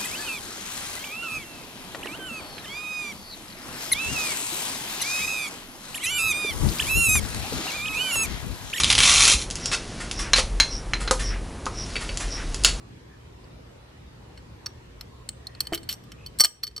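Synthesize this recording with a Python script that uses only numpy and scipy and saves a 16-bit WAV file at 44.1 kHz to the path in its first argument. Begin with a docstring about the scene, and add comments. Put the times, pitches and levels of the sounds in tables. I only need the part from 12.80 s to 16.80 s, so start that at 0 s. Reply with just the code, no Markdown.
"""A metal belt buckle is turned over in the hand, close to a stereo microphone in a quiet room.
Its loose wire loop ticks in the hinges, damped by the fingers, scrapes, then falls against the plate
and rings. The held plate knocks dully and fingertips whisper on the metal. Room rumble, mains hum
and faint hiss lie below; a limiter ducks after the loudest clack."""
import sys
import numpy as np
from scipy import signal
from scipy.fft import rfft, irfft, next_fast_len
from scipy.io import wavfile
from scipy.ndimage import uniform_filter1d, minimum_filter1d, map_coordinates

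SR = 44100
rng = np.random.default_rng(int(sys.argv[2]) if len(sys.argv) > 2 else 0)


def bounce(signal):
    """Save signal as a 16-bit WAV file at the path given by the first command-line argument."""
    frames = np.transpose(np.atleast_2d(signal))
    limited = np.clip(frames, -1, 1)
    pcm = np.round(limited * 32767).astype(np.int16)
    wavfile.write(sys.argv[1], SR, pcm)


N = 176400

# Stereo image of the contact noise. Each row: frequency in Hz, left-right likeness from -1 to 1.
CONTACT_LIKENESS = [(500, 0.94), (3000, 1), (5000, 1), (8000, 0.54), (12000, -0.52)]
CONTACT_T60_S = 0.027


def amp(db):
    """Decibels to gain."""
    return 10 ** (np.asarray(db) / 20)


def unit(x):
    """Scale to rms 1."""
    return x / np.sqrt(np.mean(x ** 2) + 1e-20)


def along(points, hz):
    """Interpolate (Hz, value) points on a log frequency axis."""
    f, v = np.transpose(points)
    return np.interp(np.log(hz + 1), np.log(f + 1), v)


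def filtered(x, response):
    """Filter x by a gain that is a function of frequency."""
    n = x.shape[-1]
    m = next_fast_len(n + 4096)
    return irfft(rfft(x, m) * response(np.fft.rfftfreq(m, 1 / SR)), m)[..., :n]


def add(out, start, x):
    """Mix x into out from start, in seconds."""
    i = max(0, round(start * SR))
    out[:, i:i + x.shape[-1]] += x[..., :N - i]


def fade(t, t60):
    """Exponential decay, 60 dB down at t60."""
    return np.exp(-np.log(1000) * t / np.maximum(t60, 1e-4))


def stereo(pair, spectrum, likeness):
    """Two unrelated signals become left and right with a given colour and likeness, rms 1."""
    def mid_side_gains(hz):
        angle = np.arccos(np.clip(along(likeness, hz), -1, 1)) / 2
        return amp(along(spectrum, hz)) * [np.cos(angle), np.sin(angle)]
    mid, side = filtered(pair, mid_side_gains)
    return unit(np.array([mid + side, mid - side]))


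def room_tone():
    """The quiet room at the microphone: slightly patchy rumble and hiss, with mains hum."""
    # Rumble and hiss. Each row: frequency in Hz, relative level in dB.
    spectrum = [(15, -77), (25, -24.5), (53, -1), (116, -5), (164, -9.5), (204, -12), (313, -13),
                (469, -14.5), (684, -22), (997, -21), (1530, -26.5), (1850, -25.5), (2060, -27),
                (4620, -33), (5430, -35.5), (13200, -46.5), (15500, -65)]
    # Centred rumble, wide hiss. Each row: frequency in Hz, left-right likeness.
    likeness = [(60, 1.0), (150, 0.95), (380, 0.09), (950, -0.017), (2380, -0.17), (5980, -0.09),
                (15000, -0.13)]
    # Mains tones. Each row: frequency in Hz, level in dB.
    mains = [(60, -62), (119.5, -58)]
    noise_db, patchy_db = -49, 2
    bins = signal.stft(rng.standard_normal((2, N)), nperseg=1024)[2]
    patches = uniform_filter1d(rng.standard_normal(bins.shape[1:]), size=6, axis=0)
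    patches = uniform_filter1d(patches, size=9, axis=1)
    noise = signal.istft(bins * amp(patchy_db * unit(patches)), nperseg=1024)[1][:, :N]
    t = np.arange(N) / SR
    hum = sum(amp(db) * np.sqrt(2) * np.sin(2 * np.pi * (hz * t + rng.random())) for hz, db in mains)
    return amp(noise_db) * stereo(noise, spectrum, likeness) + hum


def room_reflections(x):
    """Quick reflections from table and hand reach the microphone with the room's faint tail."""
    # The tail's decay. Each row: frequency in Hz, t60 in seconds.
    decay = [(200, 0.51), (2000, 0.35), (8000, 0.27), (14000, 0.19)]
    # The tail's colour. Each row: frequency in Hz, gain in dB.
    colour = [(200, 12), (1200, -1.5), (3200, 3.5), (4450, -7), (5250, -5), (5620, 6.5), (6000, 1.5),
              (7700, -0.5), (8150, 7), (8600, 3.5), (10500, -1.5), (11700, 2.5), (13000, -2.5),
              (14600, 1.5)]
    tail_db, early_db, early_t60_s = -22, -15.5, .04
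    hz, t, bins = signal.stft(rng.standard_normal((2, SR // 2)), SR, nperseg=256)
    tail = signal.istft(bins * fade(t, along(decay, hz)[:, None]), SR, nperseg=256)[1]
    tail = filtered(tail / np.linalg.norm(tail[0]), lambda hz: amp(along(colour, hz)))
    early = rng.standard_normal(tail.shape) * fade(np.arange(tail.shape[1]) / SR, early_t60_s)
    response = amp(tail_db) * tail + amp(early_db) * early / np.linalg.norm(early[0])
    response = np.pad(response, ((0, 0), (SR // 400, 0)))  # 2.5 ms after the direct sound
    return signal.fftconvolve(x, response, axes=1)[:, :N]


def finger_rubs():
    """Skin slides on metal: a faint narrow whisper that swells and fades."""
    # Each row: start in seconds, length in seconds (capped at 0.5), centre in Hz, level in dB.
    rubs = [(0.275, 0.14, 1710, -63.5), (1.462, .1, 810, -57), (1.828, 0.052, 1000, -58),
            (2.246, 0.27, 1028, -63), (2.519, 0.62, 1880, -64), (2.701, 0.2, 2600, -65.5),
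            (3.351, 0.14, 2590, -60.5)]
    width = 0.07  # share of the centre frequency
    out = np.zeros((2, N))
    for start, length, centre, db in rubs:
        noise = rng.standard_normal(SR // 2)
        skin = filtered(noise, lambda hz: 1 / (1 + ((hz / centre - 1) / width) ** 2))
        n = min(int(length * SR), len(skin))
        add(out, start, amp(db) * unit(skin)[:n] * np.hanning(n) ** .5)
    return out


def plate_knocks():
    """A soft blow on the held plate stirs only its low modes."""
    # Each row: start in seconds, level in dB.
    blows = [(2.9223, -23.5), (2.9252, -28), (2.9277, -22), (3.6479, -31)]
    # The plate's low modes. Each row: frequency in Hz, level in dB, t60 in seconds.
    modes = [(170, -40, 0.046), (334.6, -9.5, 0.11), (412.4, -19, 0.13), (476, -9, 0.048), (648, -5, 0.094),
             (840, -18.5, 0.013), (1260, -28, 0.09), (1810, -23.5, 0.11)]
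    out, t = np.zeros((2, N)), np.arange(SR // 4) / SR
    knock = sum(amp(db) * fade(t, t60) * np.sin(2 * np.pi * hz * t) for hz, db, t60 in modes)
    for start, db in blows:
        add(out, start, amp(db) * knock)
    return out


def metal_ring(t, ring_share, main_hz, ping_db, colour):
    """Loop and plate ring after one contact; a finger's grip shortens the modes and retunes the loop."""
    # Each row: frequency in Hz, level in dB, free t60 in seconds, left-right phase in radians.
    modes = [ (1219, -25, .2, .2), (1560, -27, .06, .2), (2110, -24, .05, .2), (3085, -20, .09, .3),
             (3290, -25, .05, .3), (3560, -24, .04, .4), (4330, -10, .05, .6), (4455, -1, .06, .7),
             (4530, -10, .055, .95), (5590, -3, .045, .8), (5700, -14, .045, 1.0), (6200, -24, .04, 1.0),
             (7970, -11, .03, 1.2), (8200, -11, .04, 1.3), (8700, -13, .05, 1.3), (10650, -19, .05, 1.5),
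             (11700, -12, .06, 2.0), (12120, -7, .055, 2.1), (12900, -19, .04, 2.0), (14520, -19, .1, 1.5),
             (15300, -17, .06, 1.5)]
    scatter_db, detune, scatter_rad, attack_s = 1.8, .003, .3, 0.0014
    free_main_hz = 4465
    hz, db, t60, lead = np.transpose(modes)[:, :, None]
    strength, mistuning, turn = rng.standard_normal((3, len(hz), 1))
    is_ping = (hz > 3000) & (hz < 3400)  # the plate's ping
    is_loop = (hz > 4000) & (hz < 6000)
    gain = amp(db + scatter_db * strength + colour(hz) + ping_db * is_ping)
    envelope = gain * fade(t, t60 * ring_share)
    pitch = np.where(is_loop, main_hz / free_main_hz, 1)
    phase = 2 * np.pi * hz * pitch * (1 + detune * mistuning) * t
    lead = lead + scatter_rad * turn  # the buckle turns in front of the microphone
    pair = np.array([(envelope * np.sin(phase + side * lead / 2)).sum(0) for side in (1, -1)])
    return pair * (1 - np.exp(-t / attack_s))


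def hinge_scrapes():
    """The loop slides in its hinges: dense tiny slips sound as grit and drive the metal's modes."""
    # Each row: start in seconds, length in seconds, level in dB.
    slides = [(2.952, 0.0078, -34), (3.095, 0.042, -39), (3.647, 0.0243, -28), (3.831, 0.0086, -35)]
    # The grit's colour. Each row: frequency in Hz, relative level in dB.
    spectrum = [(300, -25), (1200, -10.5), (2000, -3), (3200, 8), (4800, -4), (8300, -7), (10000, -9),
                (12000, 2.5), (15500, -12)]
    slips_per_s, fade_db, grit_db = 1900, 9, 1.5
    out, t = np.zeros((2, N)), np.arange(SR // 8) / SR
    for start, length, db in slides:
        slips = rng.standard_normal((2, len(t))) * (rng.random(len(t)) < slips_per_s / SR)
        ring = metal_ring(t, ring_share=.35, main_hz=4400, ping_db=0, colour=np.zeros_like)
        metal = signal.fftconvolve(slips[:1], ring, axes=1)[:, :len(t)]
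        grit = amp(grit_db) * stereo(slips, spectrum, CONTACT_LIKENESS)
        stroke = amp(-fade_db * t / length) * fade(np.maximum(t - length, 0), CONTACT_T60_S)
        add(out, start, amp(db) * stroke * (unit(metal) + grit))
    return out


def loop_clicks():
    """Each contact of the loop is a short crack and a ring, coloured by where and how hard it lands."""
    # Each row: start in seconds, level in dB, share of the free ring time, crack in dB, main mode in Hz,
    # plate's ping in dB, then five tone gains in dB: body, second mode, treble, top, air.
    contacts = [ (.642, -47.5, 0.33, -3, 4700, 0, -6, -10, -10, -8, -25),
                (1.575, -44, 0.77, 6.5, 4350, -5, 8.5, -6, 0, -12, -28),
                (1.8602, -25, 0.4, 3, 4460, -16, 5, 9, 3, -13, -10),
                (1.8654, -20.5, 0.3, 0, 4500, -10, 0.5, 4.5, -18, -3.5, -13),
                (2.21, -24, 0.31, 3.5, 4290, 3.5, -2.5, 1.5, -7, -4.5, -26),
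                (2.4896, -20.5, 0.25, 7.5, 4350, 11.5, -7, -5, 9, -8.5, -6),
                (2.669, -21.5, 0.38, 4, 4240, 9, -24, -10, -7, -13, -20),
                (2.7500, -33, 0.32, 4, 4270, 4, -1, -15, -8, -21, -42),
                (2.8045, -9.5, 0.21, -0.5, 4490, 7, -6.5, -4.5, -2, 5.5, 2),
                (2.807, -9.5, 0.27, 0.5, 4380, 18, -15.5, -15, 1, -2, -8),
                (2.813, -38, 0.34, 7, 4500, 8, 2, 10, -10, -2, -30),
                (2.8516, -43, 0.9, 1, 4400, 4, 0, -3, -10, -9, -24),
                (2.8698, -23, 0.33, 2.5, 4410, 15, -3, -12, 0, -3, -13),
                (2.9259, -31.5, 0.7, 4, 4460, 5, 4, -8, 1.5, 1, -6),
                (2.9324, -29.5, 0.35, 6.5, 4500, 17.5, 17.5, 0, 6, 4, 2),
                (2.9414, -33, 0.2, 9, 4530, 12, 13, 9, 2, 9, 12),
                (2.946, -24.5, 0.32, 2, 4550, 15, 3.5, 2, 10, 17, 9),
                (2.976, -30, 0.61, 3, 4460, 7, 1.5, -10, -3, -8, -20),
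                (3.031, -46.5, 1, 8, 4350, 2, 5.5, -6, 8.5, -2, -18),
                (3.0894, -20, 0.79, -8, 4490, 12, -6.5, -11, -1, 1, -15),
                (3.0914, -27.5, 0.2, 5.5, 4600, 19, 9, 1, 3, 1, -2),
                (3.103, -43, 0.6, 4, 4470, 0, 2, 8, 13, 14, 16),
                (3.110, -45, .4, 5, 4500, 8, 2, 0, 18.5, 12, 2),
                (3.115, -42, 0.8, 6, 4420, 8, 6, -3, 10, 10, 2),
                (3.126, -29, 0.35, 0, 4590, 2, 1, 7, 7, 14, -2),
                (3.137, -45.5, 0.9, 8, 4570, -4, -3, 13, 8, 6, -3),
                (3.237, -56, 0.64, 0, 4500, 5, 14, 7, 8, 10.5, -16),
                (3.3185, -39.5, 0.5, 8, 4400, 9.5, 8, 7.5, 2.5, 1, -25),
                (3.462, -27, 0.72, 0.5, 4484, 12.5, -9, -9, -2.5, -7, -10),
                (3.5871, -28, 1, 2, 4340, 6, -5, -8, 10, 7, -2.5),
                (3.5975, -13, 1, -2, 4480, -1, 1, 0, 0.5, -6.5, 4.5),
                (3.6049, 6, 0.99, -1.5, 4502, -1, -1.5, 0.5, 5, 1, 1.5),
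                (3.6373, 2, 0.88, -1.5, 4420, 4, -8.5, -8.5, -1, -11, -5),
                (3.6459, -2, 0.46, 6, 4450, 3, 4.5, 7.5, 9.5, 0.5, 5.5),
                (3.6528, 3, 0.33, -4, 4403, 11, -12.5, -2.5, 2, -1.5, -4),
                (3.692, -43, .4, -2, 4500, 2.5, -10, 6, 17, 0, -15),
                (3.8341, -10, 0.85, 1.5, 4430, -1, -5, -4, -9, -3.5, -14),
                (3.8683, -21.5, .5, 4.5, 4520, 7, -3.5, 0, -4, -3, -18),
                (3.8763, -24.5, 0.54, 8, 4420, 16, -11, -9, -4.5, -9, -20),
                (3.9123, -47, 0.6, 3, 4500, -2, 5, -7, 3, -9, -33),
                (3.9633, -19, 0.61, -2.5, 4480, 3, -5.5, -3.5, -2, -8, -8),
                (3.9787, -16, 0.3, -3, 4420, -1, -2, -1.5, -4, -14, -21), ]
    # Where the five tone gains act, in Hz.
    tone_hz = [3000, 5500, 8200, 12000, 14500]
    # The bass point, the body's lower edge and the top's upper edge, in Hz.
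    edge_hz = [700, 1300, 12400]
    # Edges of the band around the main mode that the tone gains leave flat, in Hz.
    flat_hz = [4000, 4700]
    # The crack's colour. Each row: frequency in Hz, relative level in dB.
    spectrum = [(100, -14.5), (400, -4.5), (800, 2), (1500, -0.5), (2600, -1.5), (3200, -5.5), (4500, 1.5),
                (6500, -3.5), (8200, -1), (9700, -5.5), (12000, -1.5), (13600, -10.5), (15500, 7.5)]
    crack_trim_db, attack_s, base_t60_s = -4, 0.00036, 0.011
    ripple_db, ripple_step_hz, bass_db_per_db = 0.5, 90.5, 0.72
    out, t = np.zeros((2, N)), np.arange(SR // 5) / SR
    knots = rng.standard_normal(size=400)  # many weak resonances colour every crack
    ripple = lambda hz: amp(ripple_db * map_coordinates(knots, [hz / ripple_step_hz], mode="nearest"))
    for start, db, ring_share, crack_db, main_hz, ping_db, *tone in contacts:
        body, _, _, top, _ = tone
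        bass = min(body, 0) + bass_db_per_db * db  # light contacts have less bass
        points = list(zip(tone_hz + edge_hz, tone + [bass, body, top]))
        points = sorted(points + [(hz, 0) for hz in flat_hz])
        colour = lambda hz: along(points, hz)
        grit = filtered(rng.standard_normal((2, len(t))), ripple)
        crack = filtered(stereo(grit, spectrum, CONTACT_LIKENESS), lambda hz: amp(colour(hz)))
        envelope = fade(t, base_t60_s + CONTACT_T60_S * ring_share) * (1 - np.exp(-t / attack_s))
        crack *= amp(crack_trim_db + crack_db) * envelope
        ring = metal_ring(t, ring_share, main_hz, ping_db, colour)
        add(out, start, amp(db) * (ring + crack))
    return out


def scene():
    """The buckle close to the microphone, the room faint behind it."""
    buckle = loop_clicks() + hinge_scrapes() + plate_knocks() + finger_rubs()
    return buckle + room_reflections(buckle) + room_tone()


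def record(dry):
    """A limiter ducks at once, holds and recovers slowly; then the microphone's colour and band limit."""
    # The microphone's response. Each row: frequency in Hz, gain in dB.
    microphone = [(8800, 2), (9700, 0), (10700, 1.5), (12300, -1), (13400, 3.5), (14600, 0), (15400, -10),
                  (15900, -14)]
    threshold_db, hold_s, release_db_per_s, top_hz = -7.5, 0.11, 23, 15875
    power = np.abs(uniform_filter1d((dry ** 2).mean(0), size=128))
    over_db = np.maximum(10 * np.log10(power + 1e-12) - threshold_db, 0)
    hold = 2 * int(hold_s * SR / 2) + 1
    held = -minimum_filter1d(-over_db, hold, origin=hold // 2, mode="constant")
    release = release_db_per_s * np.arange(N) / SR
    duck_db = uniform_filter1d(np.maximum.accumulate(held + release) - release, size=32)
    limited = np.clip(dry * amp(-duck_db), -1, 1)  # stray peaks are cut off
    return filtered(limited, lambda hz: amp(along(microphone, hz)) / np.sqrt(1 + (hz / top_hz) ** 220))


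dry = scene()
out = record(dry)
bounce(out)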